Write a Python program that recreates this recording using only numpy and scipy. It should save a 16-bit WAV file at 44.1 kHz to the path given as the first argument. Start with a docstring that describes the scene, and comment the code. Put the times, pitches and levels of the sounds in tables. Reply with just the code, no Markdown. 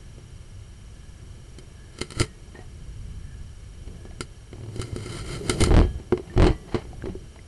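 """A stiff cable sticks and slips as it pushes an inspection camera through a corroded drain pipe.
In three short runs it loads and releases about forty times a second, twice hard enough to overload
the input stage. Sliding friction makes it rumble, rub, groan and scrape; impacts excite damped modes,
heard as clicks on sharp edges, dull knocks and deep jolts. Electronics hiss and whine throughout."""
import sys
import numpy as np
from scipy import signal
from scipy.fft import rfft, irfft, next_fast_len
from scipy.io import wavfile

SR = 44100
rng = np.random.default_rng(int(sys.argv[2]) if len(sys.argv) > 2 else 0)


def wav_record(signal):
    """Record a signal, one row per channel, as 16-bit PCM in the file named by sys.argv[1]."""
    frames = np.transpose(np.atleast_2d(signal))
    bounded = np.clip(frames, -1, 1)
    # unit amplitude maps onto the largest positive 16-bit level
    quanta = np.round(bounded * 32767).astype(np.int16)
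    wavfile.write(sys.argv[1], SR, quanta)


N = 329427
TIME = np.arange(N) / SR

# spectra of hiss, cable rumble, wall rubbing and a dull tap: (frequency [Hz], relative density [dB])
HISS_SPECTRUM = [(100, -19), (400, 11.5), (800, 4), (1350, 5.5), (1650, 2.5), (1900, -0.5), (2200, 6.5),
                 (2550, 0), (3080, 9), (3400, -2), (4200, 1.5), (5000, -1.5), (10600, -1.5), (11800, -72)]
RUMBLE_SPECTRUM = [(15, -4.5), (30, 3), (45, 3.5), (75, 1), (112, -1.5), (170, -12.5), (260, -19.5),
                   (500, -68.5)]
RUB_SPECTRUM = [(80, -17), (130, 5.5), (190, 3), (270, -6), (345, 3), (395, -2.5), (440, -2.5),
                (520, -10.5), (680, -12), (900, -23), (1600, -33.5)]
TAP_SPECTRUM = [(300, -10), (700, 7.5), (1300, -1.5), (1700, -5), (2150, -0.5), (2600, -9.5), (3100, -1.5),
                (3500, -18.5), (4100, -7), (6000, -22), (9300, -24), (11500, -94)]
# steady electronic tones: (frequency [Hz], rms level [dB])
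WHISTLE_TONES = [(7074, -84), (10745, -77.5), (11305, -82)]
# modes of the hollow body, the flexing cable, the jolted cable and faintly ringing metal:
# (frequency [Hz], relative level [dB], 60 dB decay time [s])
HOLLOW_MODES = [(248, 1, 0.042), (305.5, -5.5, 0.048), (360.3, 2, 0.079), (432, -10, 0.13),
                (513, -12, 0.045), (790, -18, 0.076)]
FLEX_MODES = [(112, 0, 0.07), (139.3, -5.5, 0.12)]
JOLT_MODES = [(41.2, -4.5, 0.15), (58.6, -15, 0.3), (79, 2, 0.095), (108.5, 3, 0.094), (179.4, -6, 0.074),
              (312.2, -1.5, 0.077), (442.7, -18.5, 0.11), (700, -93, 0.016)]
METALLIC_MODES = [(733, -5, 0.37), (1155, -4, 0.58), (1672, -9, 0.6), (2310, -5, 0.3), (3150, 3, 0.49)]
# resonances that colour cracks and scraping: (frequency [Hz], bandwidth [Hz], relative gain [dB])
BRIGHT_RESONANCES = [(940, 160, -2.5), (1350, 92, 6), (1770, 330, -3.5), (2106, 118, 6), (3080, 167, 2.5),
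                     (3830, 140, -2), (4260, 270, -1), (4845, 78, 4), (5080, 860, -8), (6320, 610, -9),
                     (7000, 470, -5.5), (8650, 420, -4.5), (9050, 240, -3), (10030, 1100, -6),
                     (10560, 1170, -8.5)]
# course of the sliding friction: (time [s], rumble level [dB], rub level [dB])
SLIDING_LEVELS = [(0, -42, -54.5), (0.599, -42, -60.5), (1.5, -42, -54), (2.2, -47, -54),
                  (2.45, -43.5, -54), (3.1, -36, -56.5), (3.7, -41.5, -59), (3.93, -39, -49),
                  (4.45, -43.5, -57.5), (4.8, -50, -43), (5.26, -39, -42.5), (5.6, -37, -31),
                  (5.78, -23.5, -39), (6.06, -42, -51), (6.45, -45.5, -44), (6.6, -46.5, -46),
                  (7.08, -36, -49.5), (7.35, -45, -54)]
# pushes that make the cable groan: (start [s], end [s], level [dB])
GROAN_PUSHES = [(4.52, 5.214, -37), (5.34, 5.62, -40.5)]
# faint squeals, dull scuffs and dry scrapes on the wall: (centre time [s], duration [s], level [dB])
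SQUEAL_STROKES = [(1.05, 0.37, -72), (1.85, 0.33, -65), (3.3, 0.24, -63), (4.08, 0.25, -66)]
SCUFF_STROKES = [(2.585, 0.12, -53.5), (5.98, 0.1, -54.5), (6.33, 0.26, -54), (6.755, 0.14, -42),
                 (7.065, 0.12, -52.5)]
SCRAPE_STROKES = [(2.01, 0.18, -53), (2.13, 0.13, -59), (2.21, 0.11, -39), (4.815, 0.2, -49),
                  (5.03, 0.24, -47.5), (5.16, 0.17, -41), (5.33, 0.16, -39.5), (5.505, 0.12, -39),
                  (5.635, 0.12, -34)]
# glancing contacts: (time [s], frequency [Hz], level [dB], 60 dB decay time [s])
GLANCING_HITS = [(2.22, 1870, -49, 0.45), (2.554, 1835, -42, 0.12), (2.592, 1894, -47, .13),
                 (2.594, 733, -47.5, .14), (4.929, 101, -17, 0.1), (5.41, 398, -28, 0.13),
                 (5.955, 70, -20, 0.073), (6.196, 382, -21, 0.054), (6.298, 1800, -43.5, 0.085),
                 (6.47, 1964, -39.5, 0.41), (6.931, 740, -34.5, 0.036), (7.023, 1600, -33.5, 0.015),
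                 (7.065, 2020, -39, 0.024), (7.07, 370, -25.5, 0.12), (7.097, 185, -28.5, 0.12),
                 (7.152, 372, -25, 0.073), (7.391, 2060, -39.5, 0.019)]
# impacts on sharp edges: (time [s], relative crack level [dB], relative ring level [dB])
EDGE_HITS = [(1.5852, -34.5, -42), (1.9865, -32, -42), (2.009, -30, -44), (2.014, -18, -25.5),
             (2.1046, -31, -46), (2.12, -30, -40), (2.1977, -14, -32), (2.2056, -16, -17),
             (2.215, -15.5, -26.5), (4.2066, -20.5, -28), (4.76, -37, -34.5), (4.796, -32, -30.5),
             (4.815, -23, -39), (4.8246, -32, -63), (4.9617, -30.5, -27.5), (5.06, -33, -35.5),
             (5.4954, -8, -13.5), (5.6059, -12.5, -15), (5.6155, -12, -13.5), (5.6368, -12, -25)]
# dull impacts: (time [s], relative ring level [dB], relative tap level [dB])
SOFT_HITS = [(0.182, -43.5, -53), (2.551, -42, -54), (2.59, -39.5, -48), (3.876, -44, -49.5),
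             (4.052, -41.5, -47), (4.109, -51, -48.5), (4.5295, -41, -46), (5.672, -18, -50),
             (5.85, -25.5, -58), (5.999, -36, -54), (6.123, -9.5, -30.5), (6.175, -29, -36),
             (6.491, -20.5, -50), (6.745, -17.5, -26.5), (6.754, -22, -32.5), (6.852, -41, -49),
             (7.04, -30, -55), (7.057, -30, -40), (7.098, -40, -66), (7.359, -53, -48.5)]
# single jerks of the snagged cable: (time [s], relative level [dB])
SNAGS = [(2.17, -33), (2.205, -20.5), (4.792, -29.5), (5.608, -21), (5.621, -18), (5.632, -20),
         (5.692, -24.5), (5.707, -8.5), (6.364, -23), (6.505, -16), (7.085, -30.5)]
# stick-slip runs: (first slip [s], last slip [s], relative jolt level [dB], relative ring level [dB],
# relative tap level [dB], tap change over the run [dB])
SLIP_RUNS = [(4.5308, 4.687, -67, -41.5, -53, 5), (5.717, 5.8151, 1.5, -14.5, -39, -9),
             (6.3767, 6.4662, -1, -9.5, -21, 12.5)]

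SLIP_PERIOD_S, RUN_SWELL_DB = 0.0245, 20
TENSION_EXPONENT, TENSION_LEAK_HZ = 1.06, 32.5
GROAN_ATTACK_S, GROAN_RELEASE_S = 0.0099, 0.024
STROKE_EDGE_DB, SQUEAL_FLOOR_DB = 13, -71.5
WHINE_HZ, WHINE_PULSE_HZ = 5652, 22.25
OVERLOAD_AMPLITUDE, CUTOFF_HZ = 0.27, 11900


def from_db(db):
    """Amplitude grows tenfold for every 20 dB."""
    return 10 ** (np.asarray(db) / 20)


def rms_one(x):
    """Division by the rms value gives unit power."""
    return x / np.sqrt(np.mean(x ** 2) + 1e-20)


def colour(x, spectrum):
    """A minimum-phase filter imposes the spectrum causally; white noise keeps its power."""
    size = 2 * next_fast_len(N // 2 + SR // 4)
    hz, db = np.transpose(spectrum)
    grid_hz = np.maximum(np.arange(size // 2 + 1) * SR / size, 1)
    gain = rms_one(from_db(np.interp(np.log(grid_hz), np.log(hz), db)))
    cepstrum = irfft(np.log(gain))
    cepstrum[1:size // 2] *= 2   # fold onto positive time
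    cepstrum[size // 2 + 1:] = 0
    return irfft(rfft(x, size) * np.exp(rfft(cepstrum)))[:N]


def noise(spectrum):
    """Filtered white noise takes on the spectrum of the filter, here at unit rms."""
    return rms_one(colour(rng.standard_normal(N), spectrum))


def drift(per_s):
    """Interpolation between random values gives a slow fluctuation of unit rms."""
    return rms_one(np.interp(TIME * per_s, np.arange(N), rng.standard_normal(N)))


def strike(times, levels_db, modes):
    """Modal superposition: each impulse excites every damped mode, with some scatter in strength."""
    ring = np.zeros(N)
    onsets = np.round(np.asarray(times) * SR).astype(int)
    scatter_db = 1.5 * rng.standard_normal((len(onsets), len(modes)))
    for k, (hz, db, t60) in enumerate(modes):
        impulses = np.zeros(N)
        impulses[onsets] = from_db(levels_db + db + scatter_db[:, k])
        radius, angle = from_db(-60 / (t60 * SR)), 2 * np.pi * hz / SR
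        poles = [1, -2 * radius * np.cos(angle), radius ** 2]
        ring += signal.lfilter([0, np.sin(angle)], poles, impulses + 1e-18)
    return ring


def soften(x, edge_hz):
    """A compliant contact acts as a low-pass filter and rounds the attack."""
    return signal.sosfilt(signal.butter(2, edge_hz, fs=SR, output="sos"), x)


def high_pass(x, edge_hz):
    """A first-order high-pass falls 6 dB per octave below its edge."""
    return signal.sosfilt(signal.butter(1, edge_hz, "high", fs=SR, output="sos"), x)


def crunch(times, levels_db, decay_s, tail_db, tail_s):
    """Crushed grit is shot noise: a brief shower of fractures, then a weaker, longer rattle."""
    power, age = np.zeros(N), TIME[:SR // 4]
    decay = np.exp(-2 * age / decay_s) + from_db(tail_db) ** 2 * np.exp(-2 * age / tail_s)
    for time, db in zip(times, levels_db):
        onset = round(time * SR)
        power[onset:onset + len(age)] += from_db(db) ** 2 * decay[:N - onset]
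    fractures = (rng.random(N) < 6000 / SR) * rng.choice([-1, 1], N)
    return np.sqrt(power) * rms_one(fractures)


def bright_body(x):
    """Parallel resonators of alternating polarity each pass a band of the excitation."""
    response = np.zeros(N)
    for k, (hz, width_hz, db) in enumerate(BRIGHT_RESONANCES):
        radius = np.exp(-np.pi * width_hz / SR)
        poles = [1, -2 * radius * np.cos(2 * np.pi * hz / SR), radius ** 2]
        gain = (-1) ** k * from_db(db) * (1 - radius ** 2) / 2
        response += gain * signal.lfilter([1, 0, -1], poles, x + 1e-18)
    return response


def strokes(rows):
    """Contact pressure follows a Gaussian bell, STROKE_EDGE_DB weaker at the ends of each stroke."""
    return sum(from_db(db - STROKE_EDGE_DB * (2 * (TIME - centre) / duration) ** 2)
               for centre, duration, db in rows)


def electronics():
    """The noise floor is broadband hiss, steady tones and a whine under on-off amplitude modulation."""
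    gate = 0.5 + 0.5 * np.tanh(3 * np.sin(2 * np.pi * WHINE_PULSE_HZ * TIME))
    whine = from_db(-62) * gate * np.sin(2 * np.pi * WHINE_HZ * TIME)
    whistles = sum(np.sqrt(2) * from_db(db) * np.sin(2 * np.pi * hz * TIME) for hz, db in WHISTLE_TONES)
    return from_db(-57.5) * noise(HISS_SPECTRUM) + whine + whistles


def sliding():
    """Sliding friction gives low noise: a rumble, and an uneven rub that swells with each scrape."""
    times, rumble_db, rub_db = np.transpose(SLIDING_LEVELS)
    rumble = from_db(np.interp(TIME, times, rumble_db)) * noise(RUMBLE_SPECTRUM)
    contact = np.hypot(from_db(np.interp(TIME, times, rub_db)), from_db(1) * strokes(SCRAPE_STROKES))
    rub = contact * from_db(0.33 * drift(per_s=41)) * noise(RUB_SPECTRUM)
    return rumble + rub


def groaning():
    """Forced vibration: the cable sounds a narrow band of low noise while each push lasts."""
    force = np.zeros(N)
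    for start, end, db in GROAN_PUSHES:
        attack = np.clip((TIME - start) / GROAN_ATTACK_S, 0, 1)
        release = np.exp(-np.maximum(TIME - end, 0) / GROAN_RELEASE_S)
        force += from_db(db) * attack * release
    return force * noise([(60, -47.5), (92, -5), (106, 3.5), (128, -5), (152, -30), (400, -74)])


def squealing():
    """Friction noise confined to a narrow band is heard as a faint pitched squeal."""
    envelope = from_db(SQUEAL_FLOOR_DB) + strokes(SQUEAL_STROKES)
    return envelope * noise([(1400, -42), (1600, 2), (1700, 9.5), (1790, 0.5), (2000, -54)])


def scuffing():
    """Uneven contact of the camera with the wall modulates the amplitude of dull friction noise."""
    return strokes(SCUFF_STROKES) * from_db(4 * drift(per_s=120)) * noise(TAP_SPECTRUM)


def scraping():
    """Dry friction: thousands of tiny slips a second, in clumps, excite the bright resonances."""
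    slips = (rng.random(N) < 9000 / SR) * rng.standard_normal(N)
    clumping = from_db(1.6 * drift(per_s=180))
    return strokes(SCRAPE_STROKES) * rms_one(bright_body(slips * clumping))


def pings():
    """Free vibration: each glancing contact leaves a single mode to decay."""
    return sum(strike([time], 0, [(hz, db, t60)]) for time, hz, db, t60 in GLANCING_HITS)


def clicks():
    """A brief, hard impact has a wide spectrum: a bright crack over hollow ringing and cable flex."""
    times, crack_db, ring_db = np.transpose(EDGE_HITS)
    grit = crunch(times, crack_db + 8.5, decay_s=0.0024, tail_db=-14, tail_s=0.014)
    crack = high_pass(bright_body(grit), edge_hz=1190)
    ring = strike(times, ring_db + 0.5, HOLLOW_MODES) + strike(times, ring_db - 5.5, FLEX_MODES)
    return crack + soften(ring, edge_hz=570)


def knocks(times, ring_db, tap_db):
    """A soft impact excites mainly the low modes of body and cable, with a dull tap on top."""
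    ring = strike(times, ring_db - 0.5, HOLLOW_MODES) + strike(times, ring_db - 6, FLEX_MODES)
    grit = crunch(times, tap_db, decay_s=0.0042, tail_db=-13, tail_s=0.02)
    return soften(ring, edge_hz=850) + from_db(4) * colour(grit, TAP_SPECTRUM)


def jolts(times, levels_db):
    """Impulsive excitation: the snagged cable jerks with a deep thump, grit and ringing metal."""
    thump = soften(strike(times, levels_db, JOLT_MODES), edge_hz=3000)
    grit = crunch(times, levels_db - 17, decay_s=0.004, tail_db=-6, tail_s=0.026)
    metal = strike(times, levels_db - 44, METALLIC_MODES)
    return thump + colour(grit, TAP_SPECTRUM) + metal


def tension(times, levels_db):
    """Elastic loading makes a sawtooth: pull builds while the cable sticks and drops at the slip."""
    pull = np.zeros(N)
    ramp = np.linspace(0, 1, round(SLIP_PERIOD_S * SR)) ** TENSION_EXPONENT
    for time, db in zip(times, levels_db):
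        release = round(time * SR)
        pull[release - len(ramp):release] += from_db(db + 3) * ramp
    return high_pass(soften(pull + 1e-18, edge_hz=1700), TENSION_LEAK_HZ)


def stick_slip():
    """Relaxation oscillation: each slip frees the pull, jolts the cable back and knocks the camera."""
    slips = []
    for first, last, jolt_db, ring_db, tap_db, tap_change_db in SLIP_RUNS:
        for progress in np.linspace(0, 1, round((last - first) / SLIP_PERIOD_S) + 1):
            time = first + progress * (last - first)
            swell_db = RUN_SWELL_DB * (np.sin(np.pi * progress) - 1)   # strongest in mid-run
            slips.append((time, jolt_db + swell_db, ring_db, tap_db + tap_change_db * (progress - 0.5)))
    times, jolt_db, ring_db, tap_db = np.transpose(slips)
    return tension(times, jolt_db) - jolts(times, jolt_db) - knocks(times, ring_db, tap_db)


def scene():
    """Superposition: friction, impacts and stick-slip add at one microphone."""
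    impacts = clicks() + knocks(*np.transpose(SOFT_HITS)) + jolts(*np.transpose(SNAGS)) + pings()
    friction = sliding() + groaning() + squealing() + scraping() + scuffing()
    return (friction + impacts + stick_slip())[None]


def record(dry):
    """Saturation flattens loud swings; the electronics add their noise and a low-pass cuts the top."""
    drive = dry / OVERLOAD_AMPLITUDE
    excess = dry - OVERLOAD_AMPLITUDE * drive / (1 + drive ** 10) ** (1 / 10)
    rounded_excess = signal.sosfiltfilt(signal.butter(4, 7500, fs=SR, output="sos"), excess)
    limited = np.clip(dry - rounded_excess, -0.32, 0.32)
    return signal.sosfiltfilt(signal.butter(16, CUTOFF_HZ, fs=SR, output="sos"), limited + electronics())


dry = scene()
out = record(dry)
wav_record(out)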